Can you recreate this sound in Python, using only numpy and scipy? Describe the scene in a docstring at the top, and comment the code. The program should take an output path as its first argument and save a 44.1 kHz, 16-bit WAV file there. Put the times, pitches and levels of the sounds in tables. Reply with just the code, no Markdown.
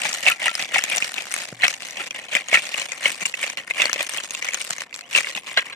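"""Wet snail shells slide out of a tilted pan and knock down a heap on a steel tray, near a two-port microphone.
From the start, slides of many small knocks swell and die over a trickle and quiet air, with harder single
knocks: each rings the hollow of a shell and its thin wall, and the heap answers with a dull note. Now and then
a shell rings the bare tray. Dry clicks fill gaps from 1.2 s on; from 1.5 s the tray thuds at times on the
table. Near 5 s a sliding shell squeaks, and at the end two shells ring the emptied pan."""
import sys
import numpy as np
from scipy import signal
from scipy.fft import rfft, irfft, next_fast_len
from scipy.io import wavfile
from scipy.ndimage import uniform_filter1d

SR = 44100
rng = np.random.default_rng(int(sys.argv[2]) if len(sys.argv) > 2 else 0)


def convert_level_to_amplitude(level_db):
    """Map a level in decibels to its linear amplitude factor."""
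    exponent = np.asarray(level_db, float) / 20
    return 10 ** exponent


def file_out(sig):
    """Save sig as 16-bit WAV at sys.argv[1]."""
    # one column per channel
    cols = np.atleast_2d(sig).T
    # limit, then scale
    lim = np.clip(cols, -1, 1)
    pcm = np.round(lim * 32767).astype(np.int16)
    wavfile.write(sys.argv[1], SR, pcm)


N = 253575  # length in samples

# Tone of the quiet air. Each row: frequency in Hz, gain in dB.
AIR_TONE = [(30, -1), (120, 8), (400, 1), (1000, 6), (2500, -20), (8000, -22), (15000, -44)]
# The tray thudding on the table. Each row: start in seconds, level in dB, bump pitch in Hz, hum level in dB.
THUDS = [(1.526, -19.5, 135, -40), (1.979, -38, 170, -58), (3.223, -25.5, 178, -58),
         (4.708, -28.5, 142, -62), (5.36, -28.5, 200, -61)]
# Ringing modes of the steel tray. Each row: pitch in Hz, relative level in dB, time to fall 60 dB in seconds.
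TRAY_MODES = [(1357, -9.5, 0.096), (1768, -12, 0.045), (2220, -21, 0.1), (2800, -23, 0.041)]
# Shells striking bare tray. Each row: start in seconds, peak level in dB.
TRAY_HITS = [(.305, -13.5), (.482, -13.5), (2.0, -24), (2.545, -10)]
# Ringing modes of the pan. Each row: pitch in Hz, relative level in dB, time to fall 60 dB in seconds.
PAN_MODES = [(1620, 1, 0.11), (2120, 1.5, 0.088), (2720, -21, 0.09), (3160, -9, 0.094), (4050, 6, 0.049)]
# Shells striking the emptied pan. Each row: start in seconds, peak level in dB.
PAN_HITS = [(5.574, -4), (5.726, -24)]
# A wet shell squeaks as it slides. Each row: time in seconds, whistle pitch in Hz, level in dB.
SQUEAK_PATH = [(5.014, 2350, -54), (5.04, 2790, -44.5), (5.082, 3460, -51)]
# Low modes of the wet heap, whose note shifts as the tray fills. Each row: pitch in Hz, relative level in dB
# at the start, time to fall 60 dB in seconds, level change in dB per second.
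HEAP_MODES = [(136, -12, 0.029, 0), (270, -9, 0.019, -0.2), (551, -3.5, 0.018, .5), (748, 1, 0.014, -1.18),
              (1076, -10, 0.014, 2.5)]
# Heavy shells landing deep in the heap. Each row: start in seconds, peak level in dB, pitch in Hz.
DULL_KNOCKS = [(0.053, -19.5, 830), (0.256, -25.5, 577), (0.27, -19.5, 686), (0.421, -28.5, 650),
               (0.459, -23, 900), (0.762, -15, 760), (0.974, -23.5, 720), (1.639, -20.5, 680),
               (2.328, -27, 630), (2.363, -24, 685), (2.528, -15.5, 676), (3.058, -22, 580),
               (3.438, -29, 575), (3.707, -29, 600), (3.798, -24.5, 566), (3.838, -25, 614),
               (3.854, -21, 573), (3.958, -27, 580), (4.006, -22, 610), (4.7, -31.5, 660),
               (5.184, -24, 523), (5.375, -32, 810), (5.574, -16.5, 624)]
# Tone of the gritty contact between shells. Each row: frequency in Hz, gain in dB.
CONTACT_TONE = [(400, -15.5), (1100, -2.5), (1700, -0.5), (2500, 1), (4500, -3), (7500, -3), (11000, -18),
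                (15000, -29)]
# Small dry clicks between the knocks. Each row: time in seconds, peak level in dB, pitch in Hz.
CLICKS = [(1.2222, -24, 2260), (1.2554, -26, 1570), (1.2693, -23.5, 1370), (1.285, -31, 1870),
          (1.3644, -17, 1610), (1.3871, -21, 2610), (1.425, -22.5, 1910), (1.4496, -29, 2790),
          (1.71, -24, 2200), (1.806, -25, 2580), (1.8218, -24, 2550), (1.851, -23.5, 2230),
          (1.909, -21.5, 5950), (1.9694, -28, 2050), (2.0623, -28, 2280), (2.0712, -23.5, 2690),
          (2.161, -22, 2280), (3.931, -5.5, 5780), (3.9407, -19.5, 2520), (4.808, -19.5, 2600),
          (4.8199, -16, 1820), (4.9914, -24, 2420), (5.4455, -41, 2610)]
# Slides of small shells. Each row: time of the top in seconds, level of the hollows in dB, rise time in seconds,
# fall time in seconds, level of the walls over the hollows in dB.
SLIDES = [(0.052, -24.5, 0.11, 0.11, -4.5), (.15, -32, 0.051, 0.14, -1), (0.283, -17.5, 0.067, 0.066, -8),
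          (0.421, -29.5, 0.036, 0.27, -5), (0.47, -20.5, 0.079, 0.042, -17),
          (0.604, -26, 0.054, 0.093, -6.5), (0.757, -19, 0.059, 0.079, -10.5),
          (0.849, -31, 0.06, 0.039, -8), (.938, -25.5, 0.13, 0.1, -7.5), (1.041, -30.5, 0.12, 0.13, -1.5),
          (1.178, -29, 0.038, 0.084, -8), (1.4, -34, 0.23, 0.17, 0), (1.645, -16, 0.042, 0.04, -19),
          (1.689, -32, 0.087, 0.1, 0), (1.833, -39, 0.056, 0.23, -0.5), (2.007, -27, 0.085, 0.047, -12),
          (2.078, -37.5, 0.13, 0.0095, -1.5), (2.163, -34, 0.081, 0.18, -9),
          (2.356, -22, 0.065, 0.079, -11.5), (2.549, -15.5, 0.055, 0.063, -11.5),
          (2.66, -36, 0.24, 0.16, -1), (2.804, -27.5, 0.16, 0.095, -4.5), (2.926, -36.5, 0.1, 0.16, -5),
          (3.063, -22.5, 0.07, 0.088, -7.5), (3.118, -43.5, 0.091, 0.075, 9.5),
          (3.229, -29, 0.064, 0.017, -4.5), (3.264, -33.5, 0.016, 0.067, 1.5),
          (3.35, -40, 0.0095, 0.092, -1), (3.428, -29.5, 0.087, 0.16, -5),
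          (3.582, -29.5, 0.011, 0.06, -12.5), (3.703, -32, 0.039, 0.031, -9),
          (3.808, -21, 0.074, 0.13, -11), (4.007, -26.5, 0.12, 0.063, -10), (4.09, -37.5, 0.13, 0.086, 1),
          (4.175, -30, 0.12, 0.082, -5), (4.24, -37, 0.015, 0.045, 4), (4.34, -37.5, 0.085, 0.23, 0.5),
          (4.45, -31, 0.054, 0.18, -10), (4.546, -33.5, 0.047, 0.095, -6), (4.615, -39.5, 0.045, 0.042, 9),
          (4.721, -38, 0.12, 0.065, 3.5), (4.825, -35.5, 0.12, 0.028, -4.5),
          (4.949, -47, 0.019, 0.075, 5.5), (5.172, -18.5, 0.06, 0.064, -5.5),
          (5.295, -32.5, 0.09, 0.063, -2.5), (5.363, -31, 0.021, 0.051, -4.5),
          (5.487, -33.5, 0.06, 0.17, -7), (5.577, -17, 0.018, 0.047, -40), (5.66, -42, 0.054, 0.095, -4.5),
          (5.729, -37, 0.26, 0.017, -29)]
# Single hard knocks, before they stray to the sides. Each row: time in seconds, level of the hollow in dB,
# pitch of the hollow in Hz, level of the wall in dB, pitch of the wall in Hz.
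KNOCKS = [(0.0547, -15.5, 1710, -31, 5940), (0.0922, -29, 2320, -13.5, 7200),
          (0.13, -30, 2400, -11.5, 5800), (0.141, -35, 2440, -11.5, 7200), (0.231, -27, 2300, -17, 4880),
          (0.266, -7, 2690, -29, 4850), (0.2724, -9, 2160, -29, 5070), (0.2787, -7, 2325, -22, 7240),
          (0.285, -5.5, 2200, -25, 6300), (0.3, -16, 1780, -11.5, 7320), (0.3206, -12.5, 2510, -20, 9100),
          (0.42, -18, 2190, -32, 6230), (0.4584, -20, 1920, -14, 9500), (0.4815, -9.5, 1940, -13, 6240),
          (0.553, -26, 2820, -7, 5100), (0.625, -20.5, 2900, -11, 5200), (0.7594, -9, 2220, -23, 4800),
          (0.7836, -11, 2210, -14, 7000), (0.7919, -17.5, 1760, -13, 5430), (0.839, -18.5, 2310, -6, 7070),
          (0.8995, -18.5, 2530, -15, 9800), (0.9207, -14, 2450, -25, 8260),
          (0.9334, -14.5, 2240, -30, 6900), (0.961, -36, 2650, -10, 8500), (0.97, -23, 1860, -9, 7200),
          (0.982, -32, 2350, -5, 5870), (1.0248, -11, 2500, -27, 5540), (1.1418, -22, 2900, -16, 7070),
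          (1.1822, -14.5, 2630, -23, 6840), (1.3153, -27, 1880, -19, 5920),
          (1.3235, -40, 2560, -14.5, 8300), (1.3405, -16.5, 2190, -7.5, 9040),
          (1.6351, -7, 2160, -38, 5810), (1.643, -13, 2570, -16, 7440), (1.6527, -9, 2550, -20, 4300),
          (1.6813, -15, 2320, -5, 5770), (1.7399, -21, 2750, -20, 6570), (1.8868, -28, 2070, -24, 5780),
          (2.1088, -21.5, 2500, -19.5, 6000), (2.335, -22, 2150, -18, 6400), (2.3524, -4.5, 2170, -9, 7400),
          (2.3661, -9.5, 1854, -25, 6800), (2.4857, -29, 2700, -16, 6700), (2.5312, -7, 2196, -19, 4440),
          (2.544, 0.5, 2156, -16, 4360), (2.5561, -4.5, 1875, -27, 7150), (2.573, -7.5, 2250, -31, 4300),
          (2.654, -23.5, 2640, -22, 6500), (2.7439, -12, 2490, -38, 4390), (2.7986, -32, 2620, -13.5, 7400),
          (2.9203, -19.5, 2460, -15, 6450), (3.0579, -2.5, 2183, -37, 5050),
          (3.0817, -19, 2220, -15.5, 8300), (3.219, -22, 2570, -20, 6560), (3.256, -13.5, 2860, -10, 7350),
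          (3.2611, -29, 2720, -5.5, 7400), (3.341, -15.5, 2580, -22, 7200),
          (3.4301, -14.5, 2166, -17, 7710), (3.4412, -11, 2150, -23, 8250), (3.478, -25, 2460, -16, 4300),
          (3.5004, -23.5, 2220, -15.5, 6300), (3.5733, -19, 2360, -19, 4300),
          (3.679, -24.5, 1860, -30, 4900), (3.71, -12, 2120, -35, 5340), (3.801, -8.5, 2250, -23, 4270),
          (3.8198, -5, 2660, -9, 6400), (3.8384, -20, 2300, -32, 4800), (3.8559, -17.5, 2086, -6, 4430),
          (3.8967, -14.5, 1740, -13.5, 6300), (3.9603, -20, 2120, -26, 5270),
          (4.0077, -15, 2440, -13, 7200), (4.0284, -30, 2110, -12.5, 8100), (4.094, -20.5, 1800, -11, 8560),
          (4.137, -27, 1650, -14.5, 6000), (4.174, -31, 2440, -13.5, 8560),
          (4.1835, -15.5, 2700, -37, 6890), (4.308, -28, 2730, -13, 6500), (4.337, -38, 3660, -21, 9240),
          (4.35, -18.5, 2720, -20, 7200), (4.4255, -17, 2330, -16, 6100), (4.4464, -20.5, 2490, -14, 6070),
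          (4.4877, -18, 2210, -15.5, 6300), (4.5353, -18.5, 2310, -13.5, 7090),
          (4.5445, -48, 2800, -7.5, 6500), (4.6116, -20, 2230, -25, 4700),
          (4.6485, -28.5, 2740, -19.5, 8200), (4.6754, -30, 2000, -22, 5080), (4.7069, -34, 2270, -8, 7270),
          (4.7314, -38, 2030, -13.5, 6340), (4.783, -23.5, 2130, -19, 6200), (4.9288, -25, 2120, -34, 4570),
          (4.9428, -29, 2470, -15.5, 4150), (4.9616, -39, 2190, -19.5, 7700), (5.01, -31, 2630, -21, 4370),
          (5.1513, -8, 2720, -25, 6280), (5.164, -19, 2730, -25, 5080), (5.1774, -11, 2800, -8, 4260),
          (5.1852, -11.5, 2340, -11, 6300), (5.246, -19, 2220, -38, 6020), (5.2712, -18.5, 2200, -39, 7600),
          (5.351, -17.5, 2790, -20, 6850), (5.3777, -18, 2540, -33, 7300), (5.5742, -14, 1620, -13, 4800),
          (5.607, -31, 2100, -23, 5800)]
# The left port faces the heap and hears more treble. Each row: frequency in Hz, gain in dB.
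LEFT_PORT_TONE = [(5000, -.5), (14000, 2)]

RIGHT_LAG_S = 1.4e-4  # usual delay at the right port: the left one is nearer to the pan
AIR_DB, ECHO_DB = -55.5, -11  # level of the air; scattered sound under the direct
PLACE_DB, SCATTER_DB = 2, 4  # shells land a little to the left (left-right dB); single knocks stray from there
HEAP_DB, HEAP_FOLLOW = -20.5, 0.7  # the heap note follows the hollows, dB for dB times this share
SWELL_DB = 20  # the hollows of a slide gain this much in its rise time and lose it in its fall time
WALL_SWELL = 0.85  # walls swell less steeply: this share of the hollows' dB
EDGE_POWER = 1.3  # above 1: slides have rounded tops and steep ends
TRICKLE_DB, WALL_TRICKLE_DB = -51.5, -61.5  # a trickle never stops: hollows, walls
DRY_T60_S, LONGER_T60_S = .011, .014  # hollow ring of a light blow, and what the hardest adds
LIGHT_DB = 18  # range in dB between a light and a hard single knock
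CROWDING, QUIET_DB = 1.2, -33  # the firmest blows: dB more of them per dB of flow above the quiet level


def evened(x):
    """Scales a sound to an rms level of 1."""
    return x / np.sqrt(np.mean(x ** 2) + 1e-20)


def steadied(x, size=2000):
    """Divides out the level averaged over size samples, so that another curve can set it."""
    power = uniform_filter1d((x ** 2).mean(0), size)
    return x / np.sqrt(abs(power) + 1e-12)


def colour(x, points):
    """Filters by a tone curve given as (Hz, dB) points, joined by straight lines over log frequency."""
    size = next_fast_len(x.shape[-1])
    hz, db = np.transpose(points)
    log_hz = np.log(np.fft.rfftfreq(size, 1 / SR) + 1)
    curve_db = np.interp(log_hz, np.log(hz + 1), db)
    return irfft(rfft(x, size) * convert_level_to_amplitude(curve_db), size)[..., :x.shape[-1]]


def add(mix, s, sound):
    """Mixes a two-channel sound in at time s."""
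    part = mix[:, max(round(s * SR), 0):][:, :sound.shape[1]]
    part += sound[:, :part.shape[1]]


def sides(left_right_db):
    """Left and right gains that differ by this many dB."""
    return convert_level_to_amplitude(np.array([[.5], [-.5]]) * left_right_db)


def ring(hz, t60, rise_s, lag_s, phase, size=1024):
    """A mode that swells in about rise_s and dies, peak 1, heard at each port after its own lag."""
    t = np.maximum(np.arange(size) / SR - np.reshape(lag_s, (2, 1)), 0)
    swell = (1 - np.exp(-t / rise_s)) ** 2
    wave = swell * convert_level_to_amplitude(-60 * t / t60) * np.sin(2 * np.pi * hz * t + phase)
    return wave / abs(wave).max()


def quiet_air():
    """Soft low background air is coloured noise; its bass is shared by both ports."""
    noise = rng.standard_normal((3, N))
    shared = colour(noise[2], [(20, 30.0), (500, 27.0), (1500, 18.5), (20000, -37)])
    return convert_level_to_amplitude(AIR_DB) * evened(colour(noise[:2] * .5 + shared, AIR_TONE))


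def thuds():
    """A sharp wooden knock over a low damped bump; the table hums on for a moment."""
    out = np.zeros((2, N))
    alike = [0, 0]
    for s, db, hz, hum_db in THUDS:
        bump = 0.47 * ring(hz, 0.039, 0.0012, alike, 0, size=12000)
        bump -= 0.45 * ring(10.3 * hz, 0.006, 1e-4, alike, 0, size=12000)
        bump -= 0.72 * ring(4.0 * hz, 0.008, 0.00015, alike, 0, size=12000)
        hum = ring(119.8, 0.55, 0.0042, alike, 0, size=12000)
        add(out, s, convert_level_to_amplitude(db) * bump + convert_level_to_amplitude(hum_db) * hum)
    return colour(out, [(30, -30), (100, -1.0)])


def struck(hits, modes):
    """Bare metal rings all its modes at once after a direct blow."""
    out = np.zeros((2, N))
    note = np.zeros((2, 9000))
    for k, (hz, db, t60) in enumerate(modes):
        note += (-1) ** k * convert_level_to_amplitude(db) * ring(hz, t60, 0.000072, [0, RIGHT_LAG_S], 0, size=9000)
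    for s, db in hits:
        add(out, s, convert_level_to_amplitude(db) * note / abs(note).max())
    return out


def squeak():
    """A rough rising whistle over a weaker low note, as a wet shell slides."""
    s, hz, db = np.transpose(SQUEAK_PATH)
    t, out = np.arange(s[0], s[-1], 1 / SR), np.zeros((2, N))
    fuzz = 1 + .7 * evened(uniform_filter1d(rng.standard_normal((2, len(t))), 160))
    whistle = np.sin(2 * np.pi * np.cumsum(np.interp(t, s, hz)) / SR)
    low_note = 0.47 * np.sin(2 * np.pi * 700 * t)
    tone = (whistle + low_note) * signal.windows.tukey(len(t), .3)
    add(out, s[0], fuzz * tone * convert_level_to_amplitude(np.interp(t, s, db)))
    return out


def echoes(x, t60=.03, count=3):
    """Pan, tray rim and nearby shells scatter sound: sparse random taps, whose colour turns slowly and steadily."""
    taps = np.zeros((count, 2, 3000))
    at = np.arange(30, 2980, 20) + rng.integers(0, 20, (count, 2, 148))
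    np.put_along_axis(taps, at, rng.choice([-1., 1.], at.shape), 2)
    fade = convert_level_to_amplitude(-60 * np.arange(3000) / SR / t60)
    taps = colour(taps * fade, [(500, -81), (2000, -15.0), (12000, -14.0)])
    taps = taps / np.linalg.norm(taps, axis=2, keepdims=True)
    # the sound moves in turn through the sets of taps, which avoids a fixed comb
    turn = 2 * np.pi * (7 * np.arange(N) / SR + np.arange(count)[:, None, None] / count)
    parts = np.sqrt(2 / count) * np.cos(turn / 2) * x
    return signal.oaconvolve(parts, taps, axes=2)[..., :N].sum(0)


def heap(shells, hollow_db):
    """Every knock also pushes the wet heap: broad low modes, nearly alike at both ports."""
    t = np.arange(N) / SR
    push = uniform_filter1d(abs(shells).sum(0), 60) * rng.standard_normal((3, N))
    push = push[0] + 0.26 * push[1:]  # one shared push, and a little of each port's own
    dull = np.zeros((2, N))
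    for k, (hz, db, t60, drift_db) in enumerate(HEAP_MODES):
        mode = signal.oaconvolve(push, ring(hz, t60, 0.00025, [0, 0], 0), axes=1)[:, :N]
        dull += (-1) ** k * convert_level_to_amplitude(db + drift_db * t) * mode
    return steadied(dull) * convert_level_to_amplitude(HEAP_FOLLOW * hollow_db + HEAP_DB)


def dull_knocks():
    """A heavy shell deep in the heap: a firm low note with a shorter neighbour, alike at both ports."""
    out = np.zeros((2, N))
    draws = rng.uniform(-0.86, 1, (len(DULL_KNOCKS), 2))
    for (s, db, hz), draw in zip(DULL_KNOCKS, draws):
        note = ring(hz, 0.024, 0.00088, [0, 0], 0, size=2000)
        note += 0.94 * ring(hz * 1.08 ** draw[0], 0.011, 0.00022, [0, 0], np.pi * draw[1], size=2000)
        add(out, s, convert_level_to_amplitude(db) * note / abs(note).max())
    return out


def clicks():
    """A short broad ring with grit: small shells touching edge on."""
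    out, t = np.zeros((2, N)), np.arange(400) / SR
    grits = rng.standard_normal((len(CLICKS), 2, len(t)))
    for (s, db, hz), grit in zip(CLICKS, grits):
        click = ring(hz, 0.0052, 0.000074, [0, RIGHT_LAG_S], 0, size=len(t))
        click += 1.04 * colour(grit, CONTACT_TONE) * convert_level_to_amplitude(-60 * t / 0.012)
        add(out, s - 5e-4, convert_level_to_amplitude(db) * click / abs(click.mean(0)).max())
    return out


def shell(hollow_hz, wall_hz, draw, grit, force):
    """Hollow and wall each ring as a main mode with two neighbours; the contact adds a gritty tick to both.
    A hard blow (force 1) rings the hollow longer and purer, a light one (0) is dry."""
    lag_s = np.array([0, RIGHT_LAG_S * (1 + .5 * draw[0])])  # set by the place on the heap
    bent_s = lag_s * .6  # lower tones bend round the microphone's body on a shorter path
    phase, t = np.pi * draw[1:5], np.arange(700) / SR
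    hollow = ring(hollow_hz, DRY_T60_S + LONGER_T60_S * force, 0.00037, bent_s, phase[0], size=700)
    wall = ring(wall_hz, 0.006, 0.00021, lag_s, phase[1], size=700)
    for k in (2, 3):  # neighbours radiate unevenly: each port hears them with its own strength
        uneven = 1 + np.clip(2.54 * draw[k + 5], -1, 1) * np.array([[1], [-1]])
        near_hollow_hz, near_wall_hz = hollow_hz * 1.441 ** draw[k + 3], wall_hz * 1.67 ** draw[k + 2]
        hollow += 0.59 * uneven * ring(near_hollow_hz, 0.017, 0.0003, bent_s, phase[k], size=700)
        wall += 0.24 * uneven * ring(near_wall_hz, 0.0027, 0.000043, lag_s, phase[k], size=700)
    tick = colour(grit, CONTACT_TONE) * (1 - np.exp(-t / 0.00073)) * convert_level_to_amplitude(-60 * t / 0.0084)
    hollow = hollow + (1.6 - 1.17 * force) * tick
    wall = wall + 3.24 * tick[::-1]  # the same tick with the ports swapped
    return hollow / abs(hollow.mean(0)).max(), wall / abs(wall).max()


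def flow():
    """Levels in dB of hollows and walls: the powers of all slides and the trickle add up."""
    t = np.arange(0, N / SR, .001)
    s, db, rise_s, fall_s, over_db = np.transpose(SLIDES)[..., None]
    away = np.where(t < s, (s - t) / rise_s, (t - s) / fall_s)
    away_db = SWELL_DB * away ** EDGE_POWER
    hollows = (convert_level_to_amplitude(db - away_db) ** 2).sum(0) + convert_level_to_amplitude(TRICKLE_DB) ** 2
    walls = (convert_level_to_amplitude(db + over_db - WALL_SWELL * away_db) ** 2).sum(0) + convert_level_to_amplitude(WALL_TRICKLE_DB) ** 2
    return [np.interp(np.arange(N) / SR, t, 10 * np.log10(power)) for power in (hollows, walls)]


def swarm(hollow_db, wall_db, per_s=950, spread_db=4.5, count=40):
    """Many shells of different sizes knock lightly, in clumps; hollows and walls follow the flow.
    In a strong slide the firm, ringing blows crowd together; a weak one is sparse and dry."""
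    slow_noise = uniform_filter1d(uniform_filter1d(rng.standard_normal(N), 200), 200)
    clumps = convert_level_to_amplitude(2.49 * evened(slow_noise))
    hollows, walls = np.zeros((2, N)), np.zeros((2, N))
    for k, j in enumerate(rng.permutation(count)):
        force = rng.random()
        crowd = convert_level_to_amplitude(CROWDING * force * (hollow_db - QUIET_DB))
        blows = rng.random(N) < crowd * per_s / count / SR  # per_s: all shells together, at QUIET_DB
        train = blows * convert_level_to_amplitude(spread_db * np.minimum(rng.exponential(1, N), 3))
        hollow_hz, wall_hz = 1750 * 1.759 ** (k / count), 3600 * 2.638 ** (j / count)
        place = sides(2.0 * rng.standard_normal())
        draw, grit = rng.uniform(-0.934, 1, 9), rng.standard_normal((2, 700))
        hollow, wall = shell(hollow_hz, wall_hz, draw, grit, force)
        knock = np.vstack([place * hollow, place * wall])
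        both = signal.oaconvolve((train * clumps)[None], knock, axes=1)
        hollows += both[:2, :N]
        walls += both[2:, :N]
    hollows = np.array([evened(port) for port in hollows])
    walls = np.array([evened(port) for port in walls])
    return steadied(hollows) * convert_level_to_amplitude(hollow_db) + steadied(walls) * convert_level_to_amplitude(wall_db)


def knocks():
    """Single hard knocks; hollow and wall take about a millisecond to reach their peak."""
    out = np.zeros((2, N))
    draws = rng.uniform(-0.84, 1, (len(KNOCKS), 10))
    grits = rng.standard_normal((len(KNOCKS), 2, 700))
    for (s, hollow_db, hollow_hz, wall_db, wall_hz), draw, grit in zip(KNOCKS, draws, grits):
        force = np.clip(2 + hollow_db / LIGHT_DB, 0, 1)
        hollow, wall = shell(hollow_hz, wall_hz, draw, grit, force)
        place = sides(SCATTER_DB * draw[9])
        add(out, s - 1.4e-3, place * convert_level_to_amplitude(hollow_db) * hollow)
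        add(out, s - 6e-4, place * convert_level_to_amplitude(wall_db) * wall)
    return out


def scene():
    """Shells, what they set ringing, and the air around."""
    hollow_db, wall_db = flow()
    shells = (knocks() + clicks() + swarm(hollow_db, wall_db)) * sides(PLACE_DB)
    near = shells + convert_level_to_amplitude(ECHO_DB) * echoes(shells) + squeak()
    metal = struck(TRAY_HITS, TRAY_MODES) + struck(PAN_HITS, PAN_MODES)
    low = heap(shells, hollow_db) + dull_knocks() + thuds() + quiet_air()
    return near + metal + low * sides(1.4)


def roll_off(x):
    """The treble ends steeply here."""
    return signal.sosfilt(signal.butter(12, 16440, fs=SR, output="sos"), x)


def record(dry):
    """The microphone colours the sound, its left port a little more, and overloads softly."""
    mic = colour(dry, [(20, -15), (100, -11.5), (200, -1.0), (9000, 2.0), (13000, 5.5), (15200, 3.5), (16400, -22)])
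    mic = np.array([colour(mic[0], LEFT_PORT_TONE), mic[1]])
    mix = 1.497 * np.tanh(mic / 1.521)
    return roll_off(mix)


dry = scene()
out = record(dry)
file_out(out)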